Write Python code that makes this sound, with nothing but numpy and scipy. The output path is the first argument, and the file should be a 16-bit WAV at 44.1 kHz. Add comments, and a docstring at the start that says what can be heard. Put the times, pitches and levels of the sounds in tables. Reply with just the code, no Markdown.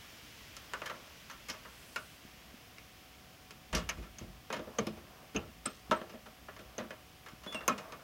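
"""Quiet hallway, close to a front door whose metal knob and latch are handled. Loose fittings click,
the door thumps against its bolt and rumbles on its seals, then the knob knocks in its play, squeaks
(stick-slip) and snaps over. Each contact rings lock and leaf; hard ones also ring single parts.
The hand rubs and ticks; the microphone takes a few dull handling bumps.
Faint rumble, hiss and hum lie underneath."""
import sys
import numpy as np
from scipy import signal
from scipy.fft import rfft, irfft, next_fast_len
from scipy.io import wavfile
from scipy.ndimage import map_coordinates

SR = 44100
rng = np.random.default_rng(int(sys.argv[2]) if len(sys.argv) > 2 else 0)


def wrap_up_sound(samples):
    """Save the sound to the file named by the first command line argument, as 16-bit audio."""
    columns = np.atleast_2d(samples).T
    # keep every value between -1 and 1, then stretch to whole-number steps
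    tamed = np.clip(columns, -1, 1)
    steps = np.round(tamed * 32767).astype(np.int16)
    wavfile.write(sys.argv[1], SR, steps)


N = 354123
TOP_HZ = 15900

# Noise spectra: f/Hz, relative density/dB
ROOM_SPECTRUM = [(26, -36), (43, -7), (58, 6), (85, -2), (160, -2.5), (300, -7), (600, -21.5), (2000, -66),
                 (8000, -28.5), (15500, -24)]
LOW_HISS_SPECTRUM = [(200, -18), (450, -1), (580, 1.5), (660, 3.5), (850, -3.5), (1130, 0.5), (1900, -11.5),
                     (3500, -29.5)]  # also skin on the door
HIGH_HISS_SPECTRUM = [(1000, -1.5), (1900, 3), (2400, 4), (3200, 3.5), (4000, -2), (5200, -0.5),
                      (6500, -4.5), (8500, -12.5), (15000, -11.5)]
FIZZ_SPECTRUM = [(3000, -35), (8000, -2), (13000, -8), (15500, -12)]
SWAY_SPECTRUM = [(29, -40), (41, 1), (55, 7), (75, 1.5), (105, -7), (180, -0.5), (260, -20), (400, -50)]  # leaf on its seals
# High hiss envelope: t/s, level/dB
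HIGH_HISS_LEVELS = [(0, -54.5), (2.1, -57.5), (3.6, -60.5), (8.03, -61)]
# Dull, dry handling bumps on the microphone: t/s, level/dB
MIC_BUMPS = [(2.251, -39.5), (2.542, -37.5), (5.898, -32), (7.334, -38.5)]
# Hand strokes on door and fittings: centre t/s, length/s, level/dB
HAND_RUBS = [(.88, 0.65, -59), (3.922, 0.3, -59), (4.724, 0.4, -56), (5.15, 0.57, -59.5), (5.97, 0.33, -57),
             (6.8, 0.48, -60), (7.78, 0.78, -51.5)]
# Pulls that sway the leaf: t/s, level/dB
DOOR_PULLS = [(3.725, -36), (3.955, -48.5), (4.2, -46)]
# Slips of the dry spindle: t/s, length/s, f/Hz, glide/(Hz/s), level/dB
SPINDLE_SLIPS = [(5.694, .028, 8380, -1500, -58), (5.96, .019, 8220, 6000, -57),
                 (7.469, .039, 3425, 0, -42.5), (7.505, .044, 3480, -900, -44),
                 (7.545, .034, 2870, -6000, -35), (7.58, .019, 2700, 5000, -39.5),
                 (7.707, .032, 2560, -4000, -44)]
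# Small door parts, by name: f/Hz, t60/s, mode spread/fraction of f
PART_MODES = {"panel": (500, .1, .12), "bolt": (945, .12, .035), "case": (1075, .12, .03),
              "plate": (1184, .09, .02), "rose": (1330, .15, .032), "bar": (1460, .17, .04),
              "strike": (2300, .08, .17), "spring": (2700, .11, .05), "guard": (5200, .12, .08),
              "pin": (6360, .028, .035), "tip": (8550, .03, .04), "catch": (10800, .022, .17)}
# Hard touches on one part: t/s, part name, level/dB
PART_HITS = [(0.735, "bar", -38), (.86, "catch", -48), (1.498, "guard", -39.5), (1.961, "bar", -35.5),
             (1.961, "strike", -34), (2.783, "strike", -48), (3.749, "guard", -32), (3.752, "catch", -38),
             (3.752, "strike", -35), (3.891, "catch", -41), (3.892, "strike", -30), (3.894, "pin", -28.5),
             (4.185, "pin", -39), (4.526, "pin", -40), (4.593, "panel", -36), (4.674, "panel", -41.5),
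             (4.785, "pin", -27), (4.786, "plate", -32), (4.787, "strike", -35.5), (4.869, "catch", -47),
             (5.362, "pin", -28.5), (5.361, "spring", -32), (5.658, "tip", -24), (5.661, "rose", -37),
             (5.914, "rose", -24.5), (5.914, "bolt", -26), (6.78, "pin", -34), (7.546, "tip", -42),
             (7.679, "pin", -20.5), (7.679, "catch", -25), (7.681, "case", -23.5), (7.681, "rose", -26.5)]
# Resonances of leaf and lock: f/Hz, width/Hz, lift/dB
DOOR_MODES = [(171, 23, 2), (218, 58, 10), (343.8, 8, 9.5), (423, 39, 6), (523, 100, 9.5), (624, 22, 11),
              (943, 16, 2.5), (1152, 98, 5), (1347, 26, 6.5), (1733, 34, 3.5), (2173, 54, 6.5),
              (2512, 81, 7.5), (2840, 53, 7.5), (3110, 81, 5.5), (5170, 170, 5), (6230, 210, 2),
              (8240, 1600, 2), (9770, 390, 5)]
# Door bands, low to high: low f/Hz, high f/Hz, chatter t60/s, hallway level/dB, hallway t60/s
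DOOR_BANDS = [(50, 124, 0.12, -6, 0.59), (126, 309, 0.17, -12.5, 0.41), (365, 970, 0.11, -7.5, 0.31),
              (926, 1900, 0.11, -8.5, 0.32), (1870, 4040, 0.091, -14.5, 0.35),
              (4210, 7080, 0.066, -13, 0.21), (7400, 14400, 0.051, -20, 0.26)]
# Touch response per band: level/dB, weight slope/(dB/dB), hardness slope/(dB/dB)
BAND_RESPONSE = [(-28.5, 1.67, 0), (-5.8, 1, 0), (-1.3, .5, -0.43), (0.5, 0, 0), (-3.2, 0.0826, 0.5),
                 (-9.5, 0, 1), (-18.5, -.06, 0.98)]
# Metal-door contacts: t/s, level/dB, weight/dB, hardness/dB, chatter t60 factor, rise/s (long = scuff)
# Fittings click; door pulled from 3.7 s; knob rattled from 4.5 s, turned from 6.5 s; snap at 7.7 s.
DOOR_CONTACTS = [ (.566, -57, -2, 14.5, .55, .001), (.735, -40.5, -13, -3, .9, .0003),
                 (.818, -43.5, -11, -11, .7, .0004), (.857, -41.5, -21, 0, 1.2, .0045),
                 (.897, -42.5, -11, -6.5, .7, .0025), (1.298, -49, -25, 0, .45, .002),
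                 (1.311, -53, -22, 4, .7, .002), (1.485, -47, -3, 7, .75, .003),
                 (1.498, -48, 1.5, 11.5, .75, .002), (1.535, -50.5, -20, -5, .6, .0046),
                 (1.651, -51, -18, -11, 1.3, .0014), (1.96, -42.5, -8, 3, 1.15, .0003),
                 (2.783, -64.5, -4, 10, .45, .0003), (3.507, -57.5, 2, 10, .7, .0008),
                 (3.728, -39.5, 0, -.5, 1.15, .0023), (3.749, -41.5, 11, 10.5, 1.3, .0005),
                 (3.767, -42.5, 2, 4.5, 2.3, .003), (3.89, -42, -7, 7, 1.1, .0006),
                 (3.97, -61.5, 19.5, 5, 1.9, .009), (4.019, -54.5, -4, -2, 1.4, .01),
                 (4.184, -59, 5, 11.5, 1.2, .0016), (4.21, -62.5, 22.5, 1, .75, .004),
                 (4.502, -43.5, -1, -8, .8, .0004), (4.526, -39, 0.5, 0, 1.75, .0013),
                 (4.564, -48, 2, -2, .7, .0017), (4.593, -52, 15, -6, .5, .001),
                 (4.673, -64.5, 19, -10, .36, .0013), (4.785, -40.5, 15, .5, .58, .0011),
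                 (4.868, -48, 17.5, 6, .66, .0008), (4.969, -62, 18, 0, 1, .003),
                 (5.346, -50, 21.5, 1, .65, .0055), (5.361, -45, 14, -1.5, .36, .0014),
                 (5.655, -46, 10, 7, .95, .003), (5.911, -36.5, 5, -3, .47, .0012),
                 (5.917, -34, 0, -7, .54, .0018), (6.015, -54, 12, -9, .36, .0006),
                 (6.095, -56.5, 7.5, 3, 1.4, .0027), (6.134, -60, 17, -9, .8, .007),
                 (6.257, -55.5, 6.5, -2, .85, .004), (6.484, -48, -18, -18, .5, .0018),
                 (6.564, -55, -14, -2, .7, .001), (6.591, -56, 8, 0, .7, .0025),
                 (6.78, -43.5, 8.5, -3.5, 1.7, .0017), (6.906, -47, -3, -5, .95, .0005),
                 (7.261, -50.5, -21, -6, .7, .0018), (7.285, -55.5, -9, 3.5, .55, .0012),
                 (7.435, -55.5, -14, 4, 1.1, .0018), (7.463, -51.5, 9, -4, 1.2, .0007),
                 (7.524, -50, -9, 2, .8, .002), (7.545, -45.5, 6, -1, 1.15, .00045),
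                 (7.606, -48, -12, -12, .76, .0016), (7.679, -34.5, 5.5, 2, 1.5, .00045),
                 (7.779, -50.5, 5.5, 6, .7, .0036), (7.922, -49, -2, -1, .75, .0008)]


def amp(db):
    """dB to gain."""
    return 10 ** (np.asarray(db) / 20)


def unit(x):
    """Scale to rms 1."""
    return x / np.sqrt(np.mean(x ** 2) + 1e-20)


def wobble(rate_hz):
    """Smooth random curve, knots at rate_hz."""
    knots = rng.standard_normal(int(N * rate_hz / SR) + 4)
    return map_coordinates(knots, [np.arange(N) * rate_hz / SR])


def swell(centre_s, length_s):
    """Half-cosine window, peak 1."""
    return np.cos(np.pi * np.clip((np.arange(N) / SR - centre_s) / length_s, -.5, .5))


def ring_envelope(t, rise_s, t60_s):
    """Exponential rise and decay."""
    return (1 - np.exp(-t / rise_s)) * amp(-60 * t / t60_s)


def filtered(x, response):
    """FFT filter with gain response(hz)."""
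    size = next_fast_len(N + 8192)
    return irfft(rfft(x, size) * response(np.fft.rfftfreq(size, 1 / SR)), size)[..., :N]


def bandpass(x, low_hz, high_hz):
    """Butterworth band-pass."""
    sos = signal.butter(3, [low_hz, min(high_hz, .45 * SR)], 'bandpass', fs=SR, output='sos')
    return signal.sosfilt(sos, x)


def noise(spectrum):
    """Coloured noise, rms 1."""
    f_hz, db = np.transpose(spectrum)
    white = rng.standard_normal(N)
    return unit(filtered(white, lambda hz: amp(np.interp(np.log(hz + 1), np.log(f_hz), db))))


def background(rumble_db=-60, low_hiss_db=-66, flutter_db=0.2):
    """Room rumble, low hiss and a high hiss that eases off."""
    low_hiss = amp(low_hiss_db + flutter_db * wobble(12)) * noise(LOW_HISS_SPECTRUM)
    high_hiss_db = np.interp(np.arange(N) / SR, *np.transpose(HIGH_HISS_LEVELS))
    high_hiss = amp(high_hiss_db) * noise(HIGH_HISS_SPECTRUM)
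    return amp(rumble_db) * noise(ROOM_SPECTRUM) + low_hiss + high_hiss


def hum(level_db=-71, f_hz=748, drift=0.0018, start_s=1.5, rise_s=1.2):
    """A thin, wavering tone fades in and stays."""
    phase = 2 * np.pi * np.cumsum(f_hz * (1 + drift * wobble(12))) / SR
    fade_in = np.clip((np.arange(N) / SR - start_s) / rise_s, 0, 1)
    return amp(level_db) * fade_in * unit(np.sin(phase))


def fizz(level_db=-64.5, centre_s=1.92, length_s=0.68):
    """The top of the hiss swells briefly."""
    return amp(level_db) * swell(centre_s, length_s) * noise(FIZZ_SPECTRUM)


def mic_bumps(gain_db=2, f_hz=220, rise_s=0.00099, t60_s=0.022):
    """Dull, dry handling bumps on the microphone: one or two low swings each."""
    t = np.arange(SR // 10) / SR
    thud = np.sin(2 * np.pi * f_hz * t) * ring_envelope(t, rise_s, t60_s)
    out = np.zeros(N)
    for start_s, db in MIC_BUMPS:
        out[round(start_s * SR):][:len(t)] += amp(gain_db + db) * thud
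    return out


def hand_rubs(gain_db=-1, flutter_db=0.8):
    """Skin slides over the door in soft, uneven strokes."""
    pressure = sum(amp(db) * swell(centre_s, length_s) for centre_s, length_s, db in HAND_RUBS)
    return pressure * amp(gain_db + flutter_db * wobble(12)) * noise(LOW_HISS_SPECTRUM)


def fingertips(level_db=-59, spread_db=2, t60_s=.025, band_hz=(2800, 6500), span_s=(5.7, 5.8), count=14):
    """Fingers work at the lock: tiny random ticks."""
    t = np.arange(SR // 20) / SR
    out = np.zeros(N)
    for _ in range(count):
        tick = unit(bandpass(rng.standard_normal(len(t)), *band_hz)) * amp(-60 * t / t60_s)
        start = round(rng.uniform(*span_s) * SR)
        out[start:][:len(t)] += amp(level_db + spread_db * rng.standard_normal()) * tick
    return out


def leaf_shudder(gain_db=0.5, rise_s=0.0074, t60_s=0.71):
    """After each pull the leaf rumbles on its seals and settles."""
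    sway = np.zeros(N)
    for start_s, db in DOOR_PULLS:
        age_s = np.maximum(np.arange(N) / SR - start_s, 0)
        sway += amp(gain_db + db) * ring_envelope(age_s, rise_s, t60_s)
    return sway * noise(SWAY_SPECTRUM)


def spindle_squeaks(gain_db=-1, harmonics_db=(0, -24, -23), waver=0.005, rough_db=1.5,
                    echo_db=-11, echo_t60_s=0.44):
    """Dry metal sticks and slips: gliding, wavering whistles with a short echo."""
    t = np.arange(N) / SR
    jitter = 1 + waver * wobble(300)
    grip = amp(rough_db * wobble(200))
    out = np.zeros(N)
    for start_s, length_s, f_hz, glide_hz_per_s, db in SPINDLE_SLIPS:
        envelope = grip * np.sqrt(np.abs(swell(start_s + length_s / 2, length_s)))
        pitch_hz = f_hz + glide_hz_per_s * np.clip(t - start_s, 0, length_s)
        phase = 2 * np.pi * np.cumsum(pitch_hz * jitter) / SR
        for k, harmonic_db in enumerate(harmonics_db, 1):
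            if k * f_hz < TOP_HZ:
                out += envelope * amp(gain_db + db + harmonic_db) * np.sin(k * phase)
    tail = rng.standard_normal(SR // 2) * amp(-60 * t[:SR // 2] / echo_t60_s)
    echo = signal.fftconvolve(out, tail / np.linalg.norm(tail))[:N]
    return out + amp(echo_db) * echo


def part_pings(gain_db=-2, rise_s=0.0005, mode_count=14):
    """A struck part rings in a cluster of modes, soon damped by its housing."""
    t = np.arange(SR // 4) / SR
    out = np.zeros(N + len(t))
    for start_s, part, db in PART_HITS:
        f_hz, t60_s, spread = PART_MODES[part]
        cluster_hz = f_hz * (1 + spread * rng.standard_normal((mode_count, 1)))
        modes = np.sin(2 * np.pi * (cluster_hz * t + rng.random((mode_count, 1))))
        envelope = ring_envelope(t, rise_s, t60_s)
        envelope_rms = np.sqrt(np.mean(envelope ** 2))
        ring = envelope_rms * unit(envelope * modes.sum(axis=0))
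        out[round(start_s * SR):][:len(t)] += amp(gain_db + db) * ring
    return out[:N]


def door_response(scatter_db=3):
    """Impulse response of leaf and lock; each contact point favours different modes."""
    response = signal.unit_impulse(SR // 6)
    for f_hz, width_hz, lift_db in DOOR_MODES:
        lift = amp(lift_db + scatter_db * rng.standard_normal())
        mode = signal.lfilter(*signal.iirpeak(f_hz, f_hz / width_hz, SR), response)
        response += (lift - 1) * mode
    return response


def door_contacts(gain_db=-14, crack_db=13, crack_t60_s=0.0048):
    """Each contact cracks, chatters through lock and leaf, and dies away in the hallway."""
    size = SR // 2
    t = np.arange(size) / SR
    crack = amp(crack_db - 60 * t / crack_t60_s)
    out = np.zeros(N + size)
    for start_s, level_db, weight_db, hardness_db, t60_factor, rise_s in DOOR_CONTACTS:
        # Weight lifts the low bands, hardness the high ones.
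        bands_db = [level_db + db + weight_slope * weight_db + hardness_slope * hardness_db
                    for db, weight_slope, hardness_slope in BAND_RESPONSE]
        door = door_response()
        attack = 1 - np.exp(-t / rise_s)
        for band_db, (low_hz, high_hz, t60_s, hall_db, hall_t60_s) in zip(bands_db, DOOR_BANDS):
            chatter = amp(-60 * t / (t60_s * t60_factor))
            hallway = amp(hall_db - 60 * t / hall_t60_s)
            # Dense modes blur into noise.
            burst = attack * (crack + chatter + hallway) * rng.standard_normal(size)
            ring = signal.fftconvolve(bandpass(burst, low_hz, high_hz), door)[:size]
            out[round(start_s * SR):][:size] += amp(gain_db + band_db) * unit(ring)
    return out[:N]


def scene():
    """One microphone close to the lock feeds both channels."""
    room = background() + hum() + fizz()
    hand = hand_rubs() + fingertips()
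    door = leaf_shudder() + spindle_squeaks() + part_pings() + door_contacts()
    mono = room + mic_bumps() + hand + door
    return np.array([mono, mono])


def record(dry):
    """Brick-wall low-pass at TOP_HZ."""
    return filtered(dry, lambda hz: hz < TOP_HZ)


dry = scene()
out = record(dry)
wrap_up_sound(out)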